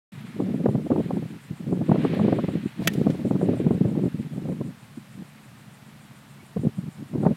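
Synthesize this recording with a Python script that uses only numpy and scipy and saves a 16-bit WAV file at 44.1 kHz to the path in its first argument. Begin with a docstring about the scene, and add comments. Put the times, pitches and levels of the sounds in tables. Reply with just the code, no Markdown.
"""Wind buffets a small microphone; then a golf club swishes and cracks a ball off the tee, metres away.
The hollow head rings briefly and trees throw back faint echoes. Gusts rumble and sputter at the
microphone port and rustle the palms. Behind them: a rasping insect, tiny ticks, one peep, a far engine."""
import sys
import numpy as np
from scipy import signal
from scipy.fft import rfft, irfft
from scipy.io import wavfile
from scipy.ndimage import uniform_filter1d

SR = 44100
rng = np.random.default_rng(int(sys.argv[2]) if len(sys.argv) > 2 else 0)


def pcm_store(signal):
    """Save signal as 16-bit PCM."""
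    levels = np.round(np.clip(np.atleast_2d(signal), -1, 1) * 32767)
    wavfile.write(sys.argv[1], SR, levels.astype(np.int16).T)


N = 324576
STRIKE_S = 2.8735

# spectrum of the crack and its echoes: freq_hz, density_db
CRACK_SPECTRUM = [(300, -15), (650, -1), (1000, -5), (1400, 2.5), (2600, 2.5), (4300, -7), (6500, -9.5),
                  (8800, -16), (11000, -6.5), (15500, -16)]


def from_db(db):
    """Decibels to gain."""
    return 10 ** (np.asarray(db) / 20)


def rms_one(x):
    """Scale to rms 1."""
    return x / np.sqrt(np.mean(x ** 2) + 1e-20)


def seconds():
    """Time of every sample."""
    return np.arange(N) / SR


def drift(rate_hz):
    """Smooth random wander below about rate_hz; rms 1."""
    hz = np.fft.rfftfreq(N, 1 / SR)
    return rms_one(irfft(rfft(rng.standard_normal(N)) / (1 + (hz / rate_hz) ** 4), N))


def noise(spectrum):
    """Noise shaped by rows of freq_hz, density_db; rms 1."""
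    hz, db = np.transpose(spectrum)
    bins_hz = np.fft.rfftfreq(N, 1 / SR) + 1e-9
    gain = from_db(np.interp(np.log(bins_hz), np.log(hz), db))
    skirts = np.minimum(bins_hz / hz[0], 1) ** 2 * np.minimum(hz[-1] / bins_hz, 1) ** 2
    return rms_one(irfft(rfft(rng.standard_normal(N)) * gain * skirts, N))


def band(x, low_hz, high_hz, order=2):
    """Causal band-pass."""
    sos = signal.butter(order, [low_hz, min(high_hz, .45 * SR)], "band", fs=SR, output="sos")
    return signal.sosfilt(sos, x)


def band_noise(low_hz, high_hz, order=2):
    """Band-passed white noise."""
    return band(rng.standard_normal(N), low_hz, high_hz, order)


def evened(x, span_s):
    """Flatten a noise's random swells, so its envelope alone sets the level."""
    size = max(int(span_s * SR), 2)
    return x / np.sqrt(uniform_filter1d(uniform_filter1d(x ** 2, size), size) + 1e-6)


def burst(peak_s, rise_s, fall_s):
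    """Envelope of height 1: Gaussian rise, exponential fall."""
    t = seconds() - peak_s
    return np.exp(-np.where(t < 0, (t / rise_s) ** 2, t / fall_s))


def engine_and_air(waver_db=3, pitch_waver=.012, drone_db=-57.5, air_db=-55.0):
    """A far engine, its tones wavering in the wind, and open-air hiss."""
    # engine hum: pitch_hz, rms_db
    tones = [(141, -54), (213, -58.5)]
    # noise spectra: freq_hz, density_db
    drone_spectrum = [(55, -27), (85, 10), (120, 29), (220, -26), (280, -15)]
    air_spectrum = [(25, -30), (60, 2), (200, -3), (800, 0.5), (1400, -1.5), (4500, -11), (6300, -15),
                    (8000, -13.5), (10000, -15), (13000, -16.5), (16000, -25)]
    hum = 0
    for hz, db in tones:
        amplitude = np.sqrt(2) * from_db(db + waver_db * drift(39.0))
        cycles = hz * np.cumsum(1 + pitch_waver * drift(6.1)) / SR
        hum += amplitude * np.sin(2 * np.pi * cycles)
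    return hum + from_db(drone_db) * noise(drone_spectrum) + from_db(air_db) * noise(air_spectrum)


def peep(peak_s=6.407, pitch_hz=2230, level_db=-52, edge_s=0.013):
    """One short, faint peep, like a far bird."""
    return from_db(level_db) * burst(peak_s, edge_s, edge_s) * np.sin(2 * np.pi * pitch_hz * seconds())


def ticks(edge_s=0.0017):
    """Tiny, very high ticks, perhaps from a second insect."""
    # ticks: peak_s, level_db
    events = [(0.213, -55.5), (2.15, -53)]
    envelope = sum(from_db(db) * burst(s, edge_s, edge_s) for s, db in events)
    return envelope * rms_one(band_noise(10700, 12700))


def insect(loudest_s=3.44, wander_cycles=0.056, sharpness=1.9, uneven_db=1.1, grain_db=1.0):
    """Rasping chirps at a slowly changing beat: a narrow treble band with a sharp resonance on top."""
    # chirp beat: time_s, rate_hz
    beat = [(1.3, 7.0), (2.0, 6.4), (7.3, 6.7)]
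    # chirp loudness: time_s, level_db
    levels = [(0.3, -68), (1.45, -65), (3.1, -62.5), (3.44, -57), (3.65, -62.5), (5.4, -66.5), (6.7, -63)]
    t = seconds()
    cycles = np.cumsum(np.interp(t, *np.transpose(beat))) / SR
    cycles = cycles - np.interp(loudest_s, t, cycles) + wander_cycles * drift(0.78)
    chirps = np.abs(np.cos(np.pi * cycles)) ** (2 * sharpness)
    rasp = band_noise(6870, 9250, order=6) + 1.4 * band_noise(9200, 9480, order=3)
    level_db = np.interp(t, *np.transpose(levels)) + uneven_db * drift(5.0) + grain_db * drift(90)
    return from_db(level_db) * chirps * rms_one(rasp)


def palms(calm_db=-62, flutter_db=1.1, rise_s=0.2, fall_s=0.59):
    """Countless rubbing fronds merge into a hiss that rises with each gust and settles slowly."""
    # gusts in the palms: peak_s, level_db
    gusts = [(0.24, -53.5), (1.05, -54.5), (2.08, -43.5), (3.55, -53), (4.1, -64.5), (7.36, -59)]
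    # frond hiss: freq_hz, density_db
    spectrum = [(500, -6), (1000, -0.5), (1500, 2), (1900, 5), (2500, 2), (3300, -1.5), (4100, -4.5),
                (5000, -15.5), (6500, -23), (10000, -26), (16000, -40)]
    power = from_db(calm_db) ** 2 + sum((from_db(db) * burst(s, rise_s, fall_s)) ** 2 for s, db in gusts)
    return np.sqrt(power) * from_db(flutter_db * drift(25)) * noise(spectrum)


def gust_level_db(breeze_db=-54, arch_db=1.5, attack_s=0.017, release_s=0.0094):
    """Wind strength: each gust sets in fast, arches over its length and drops back to the breeze."""
    # gusts at the microphone: start_s, length_s, mid_level_db
    gusts = [(0.075, 0.24, -40), (0.37, 0.5, -28), (0.915, 0.1, -22), (1.005, 0.25, -30.5),
             (1.296, 0.07, -37.5), (1.499, 0.037, -37), (1.612, 0.029, -32.5), (1.67, 0.17, -26),
             (1.879, 0.52, -24), (2.4, 0.24, -32.5), (2.798, 0.36, -27.5), (3.198, 0.58, -26),
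             (3.802, 0.28, -27), (4.136, 0.14, -34.5), (4.325, 0.1, -32), (4.451, 0.11, -28),
             (4.585, 0.13, -33), (5.166, 0.068, -40.5), (6.634, 0.054, -26.5), (6.776, 0.094, -36.5),
             (6.998, 0.034, -34.5), (7.149, 0.18, -23)]
    t, power = seconds(), from_db(breeze_db) ** 2
    for start_s, length_s, db in gusts:
        arch = np.clip(2 * (t - start_s) / length_s - 1, -1, 1) ** 2
        edges = np.maximum(start_s - t, 0) / attack_s + np.maximum(t - start_s - length_s, 0) / release_s
        power += (from_db(db - arch_db * arch) * np.exp(-edges)) ** 2
    return 10 * np.log10(power)


def wind(lump_db=3.5, lump_hz=60, sputter_slope=1.51, bite_db=12, brighten_db=-29, crackle_db=-6):
    """Turbulence shakes the microphone port in lumps; harder lumps are brighter and sputter more."""
    # hardest eddies at the port: peak_s, thump_db, sputter_db
    eddies = [(0.403, -15.5, -24.5), (0.545, -20, -31.5), (0.609, -21, -51), (0.661, -13, -14.5),
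              (0.689, -14, -25), (0.753, -14.5, -26), (0.867, -24.5, -31.5), (0.906, -18, -20),
              (0.919, -12.5, -20.5), (0.962, -26, -24), (0.981, -20.5, -29), (1.004, -19, -27),
              (1.109, -30, -23), (1.137, -19, -51), (1.171, -16, -36), (1.511, -24.5, -54),
              (1.728, -14, -27), (1.815, -25, -27), (1.896, -11, -25), (1.918, -7, -13),
              (1.959, -26, -20.5), (1.985, -12, -42), (2.051, -13, -18.5), (2.136, -18, -23.5),
              (2.169, -28, -27), (2.197, -14, -20), (2.215, -15, -29), (2.248, -13, -24),
              (2.283, -11.5, -20), (2.327, -13.5, -15), (2.389, -22, -19.5), (2.442, -13, -32),
              (2.487, -13.5, -28.5), (2.556, -16, -36.5), (2.661, -16.5, -48.5), (2.805, -21, -51),
              (2.954, -26, -42), (2.983, -14, -38), (3.015, -14.5, -33.5), (3.07, -9.5, -20.5),
              (3.101, -14, -34), (3.252, -18, -33), (3.312, -17, -22.5), (3.352, -15.5, -29),
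              (3.415, -27, -21.5), (3.433, -13.5, -35), (3.491, -11, -21.5), (3.535, -19, -26.5),
              (3.602, -16.5, -32), (3.669, -11, -29), (3.711, -11, -23), (3.749, -14, -42),
              (3.814, -11.5, -34.5), (3.857, -12, -36), (3.976, -16, -39), (4.04, -17, -32.5),
              (4.06, -12.5, -34), (4.147, -21, -55), (4.199, -20, -57), (4.518, -19, -38),
              (4.613, -24, -29.5), (4.98, -26, -58), (5.223, -33, -47), (6.432, -36, -65),
              (6.569, -15, -33), (6.595, -19, -44), (6.671, -16.5, -36), (6.787, -19, -45),
              (6.882, -24, -52), (7.253, -29, -25), (7.267, -10, -14)]
    # noise spectra: freq_hz, density_db
    rumble_spectrum = [(45, -52), (70, -20.5), (100, -13.5), (140, -1), (190, 0.5), (280, -3), (400, -9.5),
                       (560, -18.5), (800, -40.5), (1300, -78)]
    sputter_spectrum = [(250, -18.5), (400, -1), (550, 0.5), (750, -6), (1000, -15), (1400, -24.5),
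                        (2000, -46)]
    flow_db = gust_level_db() + lump_db * np.minimum(drift(lump_hz), 1.6)
    rumble_power = from_db(flow_db) ** 2
    hardness = rumble_power.copy()
    sputter_power = from_db(-42.0 + sputter_slope * (flow_db + 21) + 5.0 * drift(115)) ** 2
    for peak_s, thump_db, sputter_db in eddies:
        push = burst(peak_s, rise_s=0.0051, fall_s=0.0059)
        rumble_power += (from_db(thump_db) * push) ** 2
        hardness += (from_db(sputter_db + bite_db) * push) ** 2
        sputter_power += (from_db(sputter_db) * burst(peak_s, rise_s=0.0021, fall_s=0.0048)) ** 2
    # light air stirs only the lowest rumble; hard air shifts it upwards
    hard = evened(band(noise(rumble_spectrum), 88, SR / 2), span_s=0.0095)
    soft = evened(band(noise(rumble_spectrum), 11, 235, order=3), span_s=0.018)
    hard_mix = hardness / (hardness + from_db(brighten_db) ** 2)
    rumble = np.sqrt(rumble_power) * (hard_mix * hard + np.sqrt(1 - hard_mix ** 2) * soft)
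    # scales with power: only the hardest lumps crackle
    crackle = from_db(crackle_db) * sputter_power * rms_one(band_noise(800, 1900, order=3))
    sputter = np.sqrt(sputter_power) * evened(noise(sputter_spectrum), span_s=0.0043)
    return band(rumble + crackle + sputter, 80, SR / 2, order=3)  # microphone passes little deep bass


def echoes(rise_s=0.0022, scatter_s=0.0073):
    """Trunks and foliage scatter the crack back as dry, toneless ticks."""
    # reflections: peak_s, level_db, low_hz, high_hz
    reflections = [(2.937, -40, 2600, 15100), (3.103, -40, 1400, 8500)]
    return sum(from_db(db) * burst(s, rise_s, scatter_s) * rms_one(band(noise(CRACK_SPECTRUM), low, high))
               for s, db, low, high in reflections)


def swish(shaft_db=-44, ball_db=-48.5, whistle_db=-36, whistle_hz=685, glide=0.0825):
    """Air rushes round the shaft, its vortex tone rising with speed, then hisses round the leaving ball."""
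    # rushing air: freq_hz, density_db
    spectrum = [(300, 3), (700, 8), (1100, -4), (2000, 2), (4000, -3), (6000, -11.5), (16000, -19)]
    shaft = from_db(shaft_db) * burst(STRIKE_S - .016, rise_s=0.045, fall_s=0.0094)
    ball = from_db(ball_db) * burst(STRIKE_S, rise_s=0.006, fall_s=0.47)
    speed = burst(STRIKE_S - .006, rise_s=0.017, fall_s=0.0098)
    cycles = whistle_hz * np.cumsum(1 - glide * (1 - speed)) / SR
    whistle = from_db(whistle_db) * speed * np.sin(2 * np.pi * cycles)
    return (shaft + ball) * noise(spectrum) + whistle


def strike(crack_db=-19, crack_hold_s=0.0059, crack_t60_s=0.012,
           knock_db=-17.0, knock_hz=540, knock_t60_s=0.019):
    """The club face cracks for milliseconds over a low knock; the hollow head rings briefly."""
    # club head modes: pitch_hz, level_db, t60_s
    modes = [(1340, -15, 0.021), (1525, -24, 0.03), (1813, -19, 0.062), (1922, -18, 0.043),
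             (2170, -21, 0.025), (2333, -16.5, 0.031), (2660, -19, 0.041), (3040, -20, .04),
             (3380, -21, 0.034), (3890, -33, 0.029), (4880, -30, .018), (5220, -25, 0.022),
             (5370, -22.5, 0.025), (5640, -28, .022), (6030, -27, 0.036), (6255, -26, .026),
             (6600, -18, 0.012)]
    age_s = np.maximum(seconds() - STRIKE_S, 0)
    envelope = (age_s > 0) * from_db(-60 * np.maximum(age_s - crack_hold_s, 0) / crack_t60_s)
    crack = from_db(crack_db) * envelope * evened(noise(CRACK_SPECTRUM), span_s=0.0012)
    # the contact snap arrives twice
    direct = from_db(-20.0) * burst(STRIKE_S + 0.00018, rise_s=0.0003, fall_s=0.00053)
    off_ground = from_db(-20.5) * burst(STRIKE_S + 0.0053, rise_s=0.00042, fall_s=0.0021)
    snap = (direct + off_ground) * rms_one(band_noise(1800, 17000))
    swell = 1 - np.exp(-age_s / 0.00073)  # face hands its motion to the shell
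    ring = sum((-1) ** k * from_db(db - 60 * age_s / t60_s) * np.sin(2 * np.pi * hz * age_s)
               for k, (hz, db, t60_s) in enumerate(modes))
    knock = from_db(knock_db - 60 * age_s / knock_t60_s) * np.sin(2 * np.pi * knock_hz * age_s)
    return crack + snap + knock + swell * ring


def scene():
    """The shot and the windy course, mono."""
    shot = strike() + echoes() + swish()
    return (shot + wind() + palms() + insect() + ticks() + peep() + engine_and_air())[None, :]


def record(dry, start_s=.119, fade_s=.002, ceiling=0.6, cutoff_hz=15900):
    """Brief opening silence, rounded peaks, steep low-pass."""
    fade_in = np.clip((seconds() - start_s) / fade_s, 0, 1)
    rounded = ceiling * np.tanh(dry * fade_in / ceiling)
    return signal.sosfilt(signal.ellip(10, .1, 80, cutoff_hz, fs=SR, output="sos"), rounded)


dry = scene()
out = record(dry)
pcm_store(out)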